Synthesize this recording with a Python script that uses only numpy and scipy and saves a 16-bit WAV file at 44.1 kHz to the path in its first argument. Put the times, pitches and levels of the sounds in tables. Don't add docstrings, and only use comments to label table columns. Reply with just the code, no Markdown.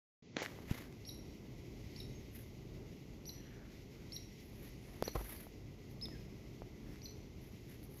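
import sys
import numpy as np
from scipy import signal
from scipy.fft import rfft, irfft
from scipy.io import wavfile
from scipy.ndimage import uniform_filter1d

SR = 44100
rng = np.random.default_rng(int(sys.argv[2]) if len(sys.argv) > 2 else 0)


def materialize(psi):
    bounded = np.clip(np.atleast_2d(psi).T, -1, 1)
    quanta = np.round(bounded * 32767).astype(np.int16)
    wavfile.write(sys.argv[1], SR, quanta)


N = 352800


def from_db(db):
    return 10 ** (np.asarray(db) / 20)


def rms_one(x):
    return x / np.sqrt(np.mean(x ** 2) + 1e-20)


def colour(x, spectrum):
    hz, db = np.transpose(spectrum)
    bin_hz = np.maximum(np.arange(len(x) // 2 + 1) * SR / len(x), 1)
    gain = from_db(np.interp(np.log(bin_hz), np.log(hz), db))
    return irfft(rfft(x) * gain, len(x))


def drift(rate_hz):
    pole = np.exp(-2 * np.pi * rate_hz / SR)
    noise = rng.standard_normal(N + SR)
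    wander = signal.lfilter([1], [1, -2 * pole, pole * pole], noise)
    return rms_one(wander[SR:])


def glide(start_hz, end_hz, n):
    return np.sin(2 * np.pi * np.cumsum(np.geomspace(start_hz, end_hz, n)) / SR)


def add(out, start_s, x):
    i = round(start_s * SR)
    out[i:i + len(x)] += x[:N - i]


def chips():
    # start_s, early_held_hz, late_held_hz, drop_after_s, opening_db, early_held_db, late_held_db,
    # hook_db, overtones_db (before their filters), echo_db (re direct sound)
    chip_calls = [(1.0505, 5530, 5650, .039, -49.5, -62, -50, -41.5, -5.5, 4),
                  (1.961, 5580, 5370, .040, -47, -60, -55, -43.5, -5.5, 3),
                  (3.254, 5860, 5885, .037, -49.5, -55, -49.5, -40.5, -6, 1.5),
                  (4.1203, 5500, 5740, .042, -43, -48, -49, -38, -10, -2),
                  (5.038, 5870, 6010, .039, -46, -45, -54, -39, -7.5, -1),
                  (6.0116, 5160, 5184, .0425, -45.5, -44, -41.5, -42, -13, -6),
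                  (7.017, 5820, 6030, .0385, -52, -58, -55, -43, -10, 3.5)]
    # after_start_s, pitch_share (of early held pitch), level_db (re opening)
    opening = [(0, .69, -10), (.0015, .75, 0), (.004, .90, -4), (.006, .965, -10)]
    # after_drop_s, pitch_share (of hook pitch), level_db (re hook)
    closing = [(0, 1.25, -11), (.001, 1.13, -4), (.0028, 1.05, -1), (.005, 1.005, -4), (.008, .985, -10),
               (.011, .98, -28)]
    hook_share = .688
    break_db = -8
    throb_hz, throb_depth = 102, .5
    snap_db = -11.5
    hook_echo_db = -8

    out = np.zeros(N)
    open_s, open_share, open_shape_db = np.transpose(opening)
    hook_s, hook_shape, hook_shape_db = np.transpose(closing)
    blur, wander = drift(464), drift(65)
    overtone_band = signal.butter(3, [9900, 12800], "band", fs=SR, output="sos")
    puff_band = signal.butter(4, [1800, 6300], "band", fs=SR, output="sos")
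    for start_s, early_hz, late_hz, drop, open_db, early_db, late_db, hook_db, over_db, echo_db in chip_calls:
        hook_hz = hook_share * (early_hz + late_hz) / 2
        knots = np.r_[open_s, .013, drop - .006, drop - .001, drop + hook_s]
        knot_hz = np.r_[early_hz * open_share, early_hz, late_hz, .97 * late_hz, hook_hz * hook_shape]
        knot_db = np.r_[open_db + open_shape_db, early_db, late_db, late_db + break_db, hook_db + hook_shape_db]
        t = np.arange(round(knots[-1] * SR)) / SR
        first = round(start_s * SR)
        now = slice(first, first + len(t))
        hz = np.interp(t, knots, knot_hz)
        level = from_db(np.interp(t, knots, knot_db))

        held = (t > open_s[-1]) & (t < drop)
        throb = np.sin(2 * np.pi * throb_hz * (t - open_s[-1]) + 2.1 * wander[now])
        level *= 1 + held * throb_depth * throb
        level = uniform_filter1d(level, size=24)

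        phase = 2 * np.pi * np.cumsum(hz) / SR
        reach_2, reach_3 = [np.exp(-((k * hz - 11800) / 1300) ** 2) for k in (2, 3)]
        second = reach_2 * blur[now] * np.sin(2 * phase)
        third = reach_3 * (1 + .5 * blur[now]) * np.sin(3 * phase)
        third *= from_db(-5.4 * (t < drop))
        overtones = signal.sosfilt(overtone_band, second + third)
        call = level * (np.sin(phase) + from_db(over_db) * overtones)
        call *= np.minimum(t / .0015, 1)

        snaps = np.exp(-((t - .002) / .0018) ** 2) + np.exp(-((t - drop - .003) / .003) ** 2)
        puff = signal.sosfilt(puff_band, rng.standard_normal(len(t)))
        call += from_db(hook_db + snap_db) * snaps * puff
        add(out, start_s, call)

        unheld = (t > drop) | (t < open_s[-1])
        echo = scatter(call * from_db(hook_echo_db * unheld))
        add(out, start_s, from_db(echo_db) * echo)
    return out


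def scatter(x):
    t60_s, near_t60_s, rise_s = .75, .22, .0046
    near_db = 6
    t = np.arange(SR // 2) / SR
    unevenness_db = 2.2 * np.minimum(rng.exponential(1, len(t)), 5)
    returns = rng.standard_normal(len(t)) * from_db(unevenness_db)
    decay = from_db(-60 * t / t60_s) + from_db(near_db - 60 * t / near_t60_s)
    tail = returns * decay * (1 - np.exp(-t / rise_s))
    echo = signal.fftconvolve(x, tail / np.sqrt(np.sum(tail ** 2)))
    return echo * from_db(1.5 * drift(70)[:len(echo)])


def whistles():
    # start_s, length_s, start_hz, end_hz, level_db (peak, before the waver)
    far_glides = [(2.10, .11, 6500, 6400, -70), (6.095, .08, 2050, 1500, -62), (6.86, .12, 5500, 5450, -74),
                  (7.97, .05, 6500, 6700, -64)]
    out = np.zeros(N)
    for start_s, length_s, start_hz, end_hz, db in far_glides:
        n = round(length_s * SR)
        swell = np.hanning(n) ** .5 * (1 + .5 * drift(43)[:n])
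        tone = from_db(db) * swell * glide(start_hz, end_hz, n)
        add(out, start_s, tone)
        add(out, start_s, from_db(-3) * scatter(tone))
    return out


def taps():
    # start_s, thump_db (before damping), thump_hz, decay_cycles, push_sign,
    # tick_db (before colouring)
    finger_taps = [(0.3679, -22, 260, 1.4, -1, -12.5), (.3705, -46, 2000, 1.5, 1, -25),
                   (.3865, -50, 2000, 1.5, -1, -33), (.4195, -24.5, 500, 1.9, -1, -27),
                   (.4612, -26, 1840, 4.4, -1, -32), (0.5883, -33, 404, 1.3, -1, -56),
                   (0.712, -17, 140, 1.3, -1, -30), (0.753, -44, 400, 1.5, -1, -56),
                   (0.802, -37.5, 300, 1.7, -1, -42), (.873, -66, 2000, 1.5, -1, -46),
                   (0.9262, -66, 2000, 1.5, -1, -39), (5.0247, -14.5, 483, 1.4, -1, -18),
                   (5.0793, -24.5, 470, 2.5, -1, -31), (5.1533, -27, 109, 2.1, 1, -38),
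                   (5.1588, -35, 316, 4.9, -1, -41), (5.165, -32.5, 51, 6.5, 1, -64),
                   (5.1939, -35, 500, 0.98, -1, -54), (5.2113, -32, 300, 1.7, -1, -56),
                   (5.4682, -38.5, 670, 2.4, -1, -60), (6.085, -38, 597, 1.4, -1, -42),
                   (6.6198, -31, 580, 1.6, -1, -65), (6.959, -43, 1400, 1.2, -1, -41),
                   (7.8302, -68, 3000, 1.5, -1, -41)]
    # frequency_hz, gain_db
    tick_colour = [(300, -9), (1000, -2), (2000, 3.5), (4500, 2), (7000, -8), (8700, -12), (11500, -0.5),
                   (16000, -18)]
    thumps, ticks = np.zeros(N), np.zeros(N)
    t = np.arange(SR // 5) / SR
    for start_s, thump_db, hz, cycles, push, tick_db in finger_taps:
        damping = np.exp(-3 * t * hz / cycles)
        onset = np.minimum(t * hz / .25, 1)
        thump = push * np.sin(2 * np.pi * hz * t) * damping * onset
        add(thumps, start_s, from_db(thump_db) * thump)
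        grit = .3 * rng.standard_normal(len(t)) * np.exp(-t / .0005)
        add(ticks, start_s, from_db(tick_db) * ((t == 0) + grit))
    return thumps + colour(ticks, tick_colour)


def rustle():
    # full_strength_s, rise_20db_s, hold_s, fall_20db_s, dull_rub_db, scrape_db, crisp_treble_db
    strokes = [(.366, .004, .02, .2, -50, -54, -95), (.385, .03, .04, .07, -55, -47, -90),
               (.425, .02, .035, .02, -62, -61, -70), (.48, .03, .02, .45, -67, -65, -74),
               (.705, .06, .03, .2, -58, -56, -66), (.75, .05, .07, .05, -64, -61, -67),
               (2.35, .04, .045, .1, -75, -66, -62), (4.405, .02, .15, .3, -86, -85, -74),
               (4.63, .1, .05, .1, -73, -68, -68), (4.87, .06, .02, .4, -67, -72, -76),
               (4.93, .05, .08, .02, -70, -72, -73), (5.04, .01, .055, .03, -64, -61, -65),
               (5.14, .03, .29, .06, -72, -66, -62), (5.154, .006, .01, .015, -39, -53.5, -61),
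               (5.19, .03, .025, .02, -55, -62, -64), (5.29, .12, .05, .12, -60, -62, -54),
               (5.912, .025, .003, .04, -76, -76, -70), (6.9, .15, .06, .12, -74, -67, -77),
               (7.43, .05, .02, .4, -88, -75, -73), (7.70, .07, .02, .1, -76, -66, -68),
               (7.838, .04, .01, .03, -86, -90, -64), (7.97, .14, .03, .05, -69, -76, -63)]
    # (relative, per Hz)
    rub_colour = [(150, -8), (400, 10), (800, 7), (1300, 2), (1700, -23.5), (3000, -36)]
    # (relative, per Hz)
    scrape_colour = [(800, -55), (1500, -2.5), (2040, 2.5), (2400, -3.5), (3300, -5.5), (4600, -10),
                     (6800, -11), (8450, -23.5), (11300, -25), (14900, -17), (16000, -33)]
    # (relative, per Hz)
    crisp_colour = [(8500, -40), (9800, -12), (10700, -3.5), (11300, -2), (12600, -2), (13400, -12.5),
                    (16000, -18)]
    t, power = np.arange(N) / SR, np.zeros((3, N))
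    for full_s, rise_s, hold_s, fall_s, *peaks_db in strokes:
        steps_down = np.maximum((full_s - t) / rise_s, (t - full_s - hold_s) / fall_s)
        stroke = from_db(-20 * np.maximum(0, steps_down))
        power += np.outer(from_db(peaks_db), stroke) ** 2
    rub_gain, scrape_gain, crisp_gain = np.sqrt(power)

    unevenness_db = 1.93 * np.minimum(rng.exponential(1, N), 6) + 2.3 * drift(64)
    skin_grains, leaf_grains = rng.standard_normal((2, N)) * from_db(unevenness_db)
    rub = rub_gain * rms_one(colour(skin_grains, rub_colour))
    scrape = scrape_gain * rms_one(colour(skin_grains, scrape_colour))
    crisp = crisp_gain * rms_one(colour(leaf_grains, crisp_colour))
    return rub + scrape + crisp


def hush():
    # start_s, length_s, start_hz, end_hz, level_db (swell's peak, re a carrier of amplitude 1)
    soft_bands = [(3.28, .55, 2000, 1450, -66), (3.3, .3, 3300, 2700, -69), (3.9, .2, 1200, 1600, -72),
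                  (4.62, .09, 11800, 13000, -71), (4.74, .27, 9500, 10300, -75),
                  (5.34, .07, 4700, 4500, -66)]
    out = np.zeros(N)
    for start_s, length_s, start_hz, end_hz, db in soft_bands:
        n = round(length_s * SR)
        noise = drift(350)[:n]
        add(out, start_s, from_db(db) * np.hanning(n) ** .5 * noise * glide(start_hz, end_hz, n))
    return out


def wood():
    # time_s, rumble_db, hiss_db
    background = [(.22, -60, -74), (.36, -54, -69.5), (.55, -52.5, -68), (1, -52.5, -67.5),
                  (1.8, -51, -65.5), (2.5, -51, -66.5), (3.3, -51.5, -68), (4.2, -53.5, -66.5),
                  (5, -51.5, -66), (5.7, -53.5, -69), (6.2, -51, -66.5), (7, -51, -68), (8, -54, -67.5)]
    # (relative, per Hz)
    rumble_colour = [(15, -49), (25, -11.5), (48, 0.5), (86, -3.5), (123, 1.5), (167, -5.5), (216, -4.5),
                     (244, -6.5), (415, -8.5), (460, -15.5), (694, -23), (1500, -35.5), (1950, -41),
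                     (3300, -120)]
    # (relative, per Hz)
    hiss_colour = [(700, -53), (1500, -18.5), (1800, -11), (2000, 1.5), (2300, -2.5), (3600, -7.5),
                   (5500, -7.5), (6800, -10), (7600, -20), (8700, -27), (10400, -24), (10900, -15),
                   (12800, -15.5), (13800, -19), (16000, -27)]
    time_s, *columns = np.transpose(background)
    rumble_db, hiss_db = [np.interp(np.arange(N) / SR, time_s, column) for column in columns]
    rumble = rms_one(colour(rng.standard_normal(N), rumble_colour))
    hiss = rms_one(colour(rng.standard_normal(N), hiss_colour))
    return rumble * from_db(rumble_db + drift(4)) + hiss * from_db(hiss_db + 1.1 * drift(9))


def scene():
    return (chips() + whistles() + hush() + taps() + rustle() + wood())[None]


def record(dry):
    start_s, treble_start_s, bass_start_s = .223, .423, .52
    cutoff_hz = 15800
    t = np.arange(N) / SR
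    below_treble = signal.sosfiltfilt(signal.cheby2(8, 50, 9400, fs=SR, output="sos"), dry)
    deep = signal.sosfiltfilt(signal.butter(3, 80, fs=SR, output="sos"), dry)
    sound_on, treble_on, bass_on = [np.clip((t - s) / .002, 0, 1)
                                    for s in (start_s, treble_start_s, bass_start_s)]
    middle = sound_on * (below_treble - deep)
    treble = treble_on * (dry - below_treble)
    bass = sound_on * np.maximum(bass_on, from_db(-22)) * deep
    top_cut = signal.cheby2(16, 60, cutoff_hz + 300, fs=SR, output="sos")
    return signal.sosfilt(top_cut, middle + treble + bass)


dry = scene()
out = record(dry)
materialize(out)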